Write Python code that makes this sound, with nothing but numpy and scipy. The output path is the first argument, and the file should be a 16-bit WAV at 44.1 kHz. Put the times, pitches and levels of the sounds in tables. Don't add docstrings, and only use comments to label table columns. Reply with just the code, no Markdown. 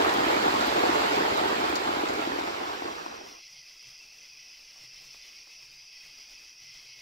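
import sys
import numpy as np
from scipy import signal
from scipy.fft import rfft, irfft, next_fast_len
from scipy.io import wavfile
from scipy.ndimage import uniform_filter1d, map_coordinates

SR = 44100
rng = np.random.default_rng(int(sys.argv[2]) if len(sys.argv) > 2 else 0)


def store_wav(level_fs):
    pcm = np.round(np.clip(np.atleast_2d(level_fs), -1, 1) * 32767)
    wavfile.write(sys.argv[1], SR, pcm.T.astype(np.int16))


N = 309141
FFT_SIZE = 2 * next_fast_len(N // 2 + 8192)

# (frequency [Hz], density [dB per Hz])
CLOTH_SPECTRUM = [(25, -29.5), (47, -29), (64, -14.5), (140, -16.5), (220, -9.5), (300, -1.5), (370, -2),
                  (450, -0.5), (550, 0), (800, -0.5), (1250, -1.5), (1800, -8), (3000, -11), (4800, -15.5),
                  (6000, -24), (7700, -25), (8500, -33.5), (10800, -35.5), (12700, -30.5), (15500, -38)]
# (frequency [Hz], left minus right [dB])
PORT_BALANCE = [(130, -.7), (200, 2), (270, 0), (400, -6), (600, 0), (800, 1), (1300, -3), (2200, -4),
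                (2900, -1), (4700, -2.5), (7000, 7), (9500, 3), (12000, -1.5)]
# (frequency [Hz], likeness [0-1])
PORT_LIKENESS = [(100, .96), (300, .95), (410, .6), (550, .85), (830, .52), (1200, .75), (1500, .6),
                 (1900, .15), (3100, .25), (4000, .05)]
# (frequency [Hz], lead of the left [rad])
PORT_LEAD = [(100, .2), (310, .4), (400, 1.1), (520, 2.7), (900, 2.4), (1500, 2.9), (2200, 2.2),
             (3100, 3.1)]
# (time [s], level before drive and cloth [dB], panel pitch [Hz])
BIG_DROPS = [(0.005, -14, 555), (0.014, -29.5, 690.0), (0.027, -17.5, 570.0), (0.089, -20, 610),
             (0.108, -27, 830.0), (0.151, -17, 650), (0.242, -13, 695), (0.267, -11, 614),
             (0.282, -13.5, 660.0), (0.297, -16, 870.0), (0.334, -15.5, 630.0), (0.464, -12, 610.0),
             (0.523, -16, 730.0), (0.541, -13.5, 580.0), (0.631, -19, 640.0), (0.67, -17.5, 630.0),
             (0.682, -13, 655), (0.762, -21, 560.0), (0.779, -14, 587), (0.837, -13.5, 567),
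             (0.895, -11, 620.0), (1.071, -22.5, 780.0), (1.119, -19, 680.0), (1.206, -15.5, 544),
             (1.235, -18.5, 680.0), (1.352, -21, 660.0), (1.386, -17.5, 690.0), (1.415, -17, 600.0),
             (1.47, -18.5, 690), (1.526, -22, 510.0), (1.564, -16, 716), (1.613, -15.5, 710),
             (1.63, -15, 720.0), (1.701, -14, 615), (1.732, -17.5, 540.0), (1.742, -23, 740.0),
             (1.892, -13, 655), (1.979, -21, 650.0), (2.036, -15, 535), (2.097, -19.5, 770.0),
             (2.182, -20, 657), (2.194, -18.5, 610.0), (2.274, -20, 536), (2.32, -16.5, 765),
             (2.387, -16, 700), (2.412, -16.5, 960), (2.619, -21.5, 650.0), (2.634, -27.5, 620.0),
             (2.822, -17.5, 770.0), (2.856, -26.5, 480.0), (2.914, -39, 920.0), (3.063, -18.5, 970),
             (3.085, -34, 750.0), (3.092, -35, 660.0), (3.116, -32, 840.0), (3.213, -32, 600.0),
             (3.242, -42, 575), (3.268, -42, 720.0)]
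# (time [s], spray before filter [dB], left minus right [dB], fizz before filter [dB])
SPLASH_EVENTS = [(0.0912, -29.5, 7.5, -52), (0.137, -32.5, -1, -36), (0.536, -43, -6, -49.5),
                 (0.6065, -31.5, 0, -51.5), (0.665, -32, 3.5, -35.5), (1.1558, -31, 1.5, -49.5),
                 (1.37, -33, 0.5, -41), (1.484, -38, -4.5, -50.5), (1.692, -40.5, 2.5, -39.5),
                 (1.7537, -23.5, 3.5, -39.5), (2.0847, -30.5, -3, -52.5), (2.134, -36, 0, -44),
                 (2.394, -35, -1.5, -48)]
# (frequency [Hz], gain [dB])
SPRAY_SPECTRUM = [(2500, -30), (4000, 6.5), (7000, -2), (9500, -15.5), (16000, -21.5)]
# (frequency [Hz], gain [dB])
FIZZ_SPECTRUM = [(6000, -27), (9000, -2), (16000, 1.5)]
# (time [s], level [dB])
CHORUS_SWELL = [(3.45, -56.5), (3.7, -56.5), (4.0, -59), (4.2, -57.5), (4.4, -58), (4.65, -59),
                (4.9, -56.5), (5.05, -55.5), (5.22, -54), (5.45, -58.5), (5.8, -60), (6.0, -56),
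                (6.42, -57.5), (6.55, -61.5), (6.68, -54.5), (7.0, -54.5)]
# (pitch [Hz], pitch scatter [Hz], level before swell and beat [dB], stroke length [cycles],
# strokes [1/s], share of the swell [ratio], beat depth [dB])
INSECT_KINDS = [(5320, 468, -52.5, 35, 5600, 0.22, 0.5), (4270, 200, -69.5, 30, 680, 2.3, 5),
                (10480, 350, -80, 55, 730, 0.35, 1), (2123, 103, -65.5, 27, 900, 1.16, 2.5),
                (2564, 114, -59.5, 45, 1400, .2, 0.3), (3117, 260, -63.5, 31, 1600, 1.3, 2)]
# (time [s], ahead of the even beat [s])
BEAT_LEAD = [(3.6, .033), (4.2, .055), (4.7, 0)]
# (frequency [Hz], density before levelling [dB per Hz])
AIR_SPECTRUM = [(20, 11.5), (50, 9), (80, -9), (250, -1), (1500, -0.5), (3800, 6), (6500, 1), (7500, -7),
                (9500, -8.5), (15500, -8)]
# (frequency [Hz], density before levelling [dB per Hz])
HUM_SPECTRUM = [(70, -28.5), (100, -6.5), (135, 0), (170, -8), (220, -33)]
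# (time [s], length [s], level added to the rest [dB])
HUM_EVENTS = [(3.522, 0.13, -76.5), (3.873, .04, -67), (4.2, .22, -84.5), (4.823, .09, -71.5),
              (4.967, .2, -78.5), (5.634, .2, -77.5), (6.05, 0.073, -76), (6.621, .15, -73),
              (6.843, .17, -77.5)]
# (time [s], push peak [dB], bright puff [dB re push], dull puff before halving [dB re push])
DRIP_EVENTS = [(3.63, -58, -4.5, -11), (3.825, -59, 1, -9), (4.124, -62, 2, -9), (4.23, -58, -9, -9),
               (4.759, -59, -11, -1), (4.776, -56, -8.5, -6), (4.836, -54.5, -3, -4), (5.018, -56, -1, -5),
               (5.146, -46.5, -19, -18), (5.266, -61, -1, 0), (5.472, -61, -14, 4.5),
               (5.623, -58, -14.5, -4), (6.064, -54.5, -3, -9), (6.184, -56, -4, -4), (6.217, -65, -10, -5),
               (6.777, -64, -9, -8), (6.891, -58, -5, -5)]

HEAVY_DB, FINE_DB = -24, -25
RAIN_ENDS_S, HEAVY_FADE_S, FINE_FADE_S = 3.427, 2.395, 2.39
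FADE_EXPONENT = 0.95
GUST_DB, HEAVY_STIR_DB, FINE_STIR_DB = 0.34, 0.87, -0.12
CROSSOVER_HZ = 1500
THUD_DRIVE_DB, THUD_T60_S = -5.5, 0.0084
SHEET_HZ, SHEET_DB, SHEET_T60_S = 338, 4, 0.022
SHEET_LOSS_DB_PER_OCT = 12
NIGHT_FROM_S, NIGHT_RISE_S = 1.9, 0.6
BEAT_HZ, BEAT_CREST_S = 7.3, 4.845
THROB_DB, KIND_THROB_DB = 0.75, 0.17
AIR_DB, AIR_FOLLOWS, AIR_FLICKER_DB = -60, 0.28, 1.8
HUM_EDGE_S, HUM_REST_DB = 0.025, -84
TOP_HZ = 15720


def amp(db):
    return 10 ** (np.asarray(db) / 20)


def unit(x):
    return x / np.sqrt(np.mean(x ** 2) + 1e-20)


def along(points, hz):
    f, v = np.transpose(points)
    return np.interp(np.log(hz + 1), np.log(f + 1), v)


def curve(points):
    s, v = np.transpose(points)
    return np.interp(np.arange(N) / SR, s, v)


def ramp(start_s, length_s):
    return np.clip((np.arange(N) / SR - start_s) / length_s, 0, 1)


def wobble(knots_per_s):
    return map_coordinates(rng.standard_normal(N // 100), [np.arange(N) * knots_per_s / SR])


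def filtered(x, response):
    hz = np.fft.rfftfreq(FFT_SIZE, 1 / SR)
    return irfft(rfft(x, FFT_SIZE) * response(hz), FFT_SIZE)[..., :N]


def coloured(x, points):
    return filtered(x, lambda hz: amp(along(points, hz)))


def causal(points, hz):
    cepstrum = irfft(np.log(amp(along(points, hz))))
    cepstrum[1:len(hz) - 1] *= 2
    cepstrum[len(hz):] = 0
    return np.exp(rfft(cepstrum))


def patchy(x, depth_db, size=512):
    z = signal.stft(x, nperseg=size)[2]
    field = rng.standard_normal(z.shape[-2:])
    field = uniform_filter1d(field, size=3, axis=0)
    field = uniform_filter1d(field, size=8, axis=1)
    return signal.istft(z * amp(depth_db * unit(field)), nperseg=size)[1][..., :N]


def rain():
    def fade(length_s):
        return (1 - ramp(RAIN_ENDS_S - length_s, length_s)) ** FADE_EXPONENT

    def heavy_share(hz):
        return 1 / (1 + (hz / CROSSOVER_HZ) ** 4)

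    gust_db = GUST_DB * wobble(6.83)
    heavy_gain = fade(HEAVY_FADE_S) * amp(HEAVY_DB + gust_db + HEAVY_STIR_DB * wobble(21.07))
    fine_gain = fade(FINE_FADE_S) * amp(FINE_DB + gust_db + FINE_STIR_DB * wobble(16.0))
    heavy = heavy_gain * patter(per_s=800, spread_db=3.0, blur=0.18)
    fine = fine_gain * patter(per_s=4000, spread_db=4.0, blur=0.55)
    blows = filtered(heavy, lambda hz: np.sqrt(heavy_share(hz)))
    blows += filtered(fine, lambda hz: np.sqrt(1 - heavy_share(hz)))
    shared, apart = patchy(blows, depth_db=1.5) + thuds() * [[1], [.4]]
    return cloth(shared, apart)


def patter(per_s, spread_db, blur):
    falls = rng.random((2, N)) < per_s / SR
    drops = unit(falls * amp(spread_db * rng.standard_normal((2, N))))
    noise = rng.standard_normal((2, N))
    return np.sqrt(1 - blur) * (drops - drops.mean()) + np.sqrt(blur) * noise


def thuds():
    out, t = np.zeros(N), np.arange(SR // 40) / SR
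    onset = 1 - np.exp(-t / .0007)
    for s, db, hz in BIG_DROPS:
        drive_db = db + THUD_DRIVE_DB
        sheet_db = drive_db + SHEET_DB - SHEET_LOSS_DB_PER_OCT * np.log2(hz / SHEET_HZ)
        panel = amp(drive_db - 60 * t / THUD_T60_S) * np.sin(2 * np.pi * hz * t)
        sheet = amp(sheet_db - 60 * t / SHEET_T60_S) * np.sin(2 * np.pi * SHEET_HZ * t)
        out[round(s * SR - 30):][:len(t)] += (panel + sheet) * onset
    return out


def cloth(shared, apart):
    hz = np.fft.rfftfreq(FFT_SIZE, 1 / SR)
    turn = np.arccos(np.clip(along(PORT_LIKENESS, hz), 0, 1)) / 2
    shift = np.exp(.5j * along(PORT_LEAD, hz)) * amp(along(PORT_BALANCE, hz) / 2)
    level = np.sqrt(len(hz)) / np.linalg.norm(amp(along(CLOTH_SPECTRUM, hz)))
    ports = level * causal(CLOTH_SPECTRUM, hz) * np.array([shift, 1 / shift])
    common = filtered(shared, lambda _: ports * np.cos(turn))
    opposed = filtered(apart, lambda _: ports * np.sin(turn) * [[1], [-1]])
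    return common + opposed


def splashes():
    t = np.arange(SR // 10) / SR
    spray, fizz = np.zeros((2, 2, N + SR))
    onset = 1 - np.exp(-t / .0012)
    for s, spray_db, pan_db, fizz_db in SPLASH_EVENTS:
        pan = amp([[pan_db / 2], [-pan_db / 2]])
        for layer, db, t60_s in ((spray, spray_db, .078), (fizz, fizz_db, .06)):
            burst = amp(db - 60 * t / t60_s) * onset * rng.standard_normal((2, len(t)))
            layer[:, round(s * SR):][:, :len(t)] += pan * burst
    return coloured(spray[:, :N], SPRAY_SPECTRUM) + coloured(fizz[:, :N], FIZZ_SPECTRUM)


def night():
    level_db = curve(CHORUS_SWELL)
    swell_db = level_db - level_db.mean()
    background = chorus(swell_db) + air(swell_db) + hum()
    return ramp(NIGHT_FROM_S, NIGHT_RISE_S) * background + drips()


def chorus(swell_db):
    throb = amp(THROB_DB * wobble(12))
    return throb * patchy(singers(swell_db), depth_db=2.8, size=2048)


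def singers(swell_db):
    out, start = np.zeros(N), NIGHT_FROM_S * SR
    beat_time = np.arange(N) / SR + curve(BEAT_LEAD) - BEAT_CREST_S
    beat = np.cos(2 * np.pi * BEAT_HZ * beat_time)
    for hz, scatter_hz, db, cycles, per_s, follows, beat_db in INSECT_KINDS:
        count = round(per_s * (N - start) / SR)
        when, phase = rng.random((2, count))
        size, off = rng.standard_normal((2, count))
        k = np.arange(round(cycles * SR / hz))
        pitch_hz = hz + scatter_hz * 2 * np.tanh(off / 2)
        tone = np.sin(2 * np.pi * (pitch_hz[:, None] * k / SR + phase[:, None]))
        envelope = np.sin(np.pi * k * hz / (cycles * SR)) ** 2
        strokes = amp(.6 * size)[:, None] * envelope * tone
        at = (start + when * (N - start)).astype(int)[:, None] + k
        kind = np.bincount(at.ravel(), strokes.ravel(), N + SR)[:N]
        gain_db = db + follows * swell_db + beat_db * beat + KIND_THROB_DB * wobble(8)
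        out += amp(gain_db) * kind / np.std(kind[round(start):])
    return out


def air(swell_db):
    noise = unit(coloured(rng.standard_normal(N), AIR_SPECTRUM))
    gain = amp(AIR_DB + AIR_FOLLOWS * swell_db + AIR_FLICKER_DB * wobble(19))
    return gain * patchy(noise, depth_db=1.5)


def hum():
    level = np.full(N, amp(HUM_REST_DB))
    for s, length_s, db in HUM_EVENTS:
        rise = ramp(s - HUM_EDGE_S, HUM_EDGE_S)
        fall = ramp(s + length_s, HUM_EDGE_S)
        level += amp(db) * (rise - fall)
    return level * unit(coloured(rng.standard_normal(N), HUM_SPECTRUM))


def drips():
    out, t = np.zeros(N + SR), np.arange(SR // 10) / SR
    push = -np.exp(-((t - .001) / .00022) ** 2) + .4 * np.exp(-((t - .0014) / .00055) ** 2)
    push /= np.abs(push).max()
    for s, db, puff_db, dull_db in DRIP_EVENTS:
        puff = amp(puff_db - 60 * t / .03) * rng.standard_normal(len(t))
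        low = uniform_filter1d(rng.standard_normal(len(t)), size=16)
        low = uniform_filter1d(low, size=12)
        band = unit(low - uniform_filter1d(low, size=120))
        dull = amp(dull_db - 60 * t / 0.1) * band
        out[round(s * SR):][:len(t)] += amp(db) * (push + puff + dull / 2)
    return out[:N]


def scene():
    return rain() + splashes() + night()


def record(dry):
    return filtered(dry, lambda hz: hz < TOP_HZ)


dry = scene()
out = record(dry)
store_wav(out)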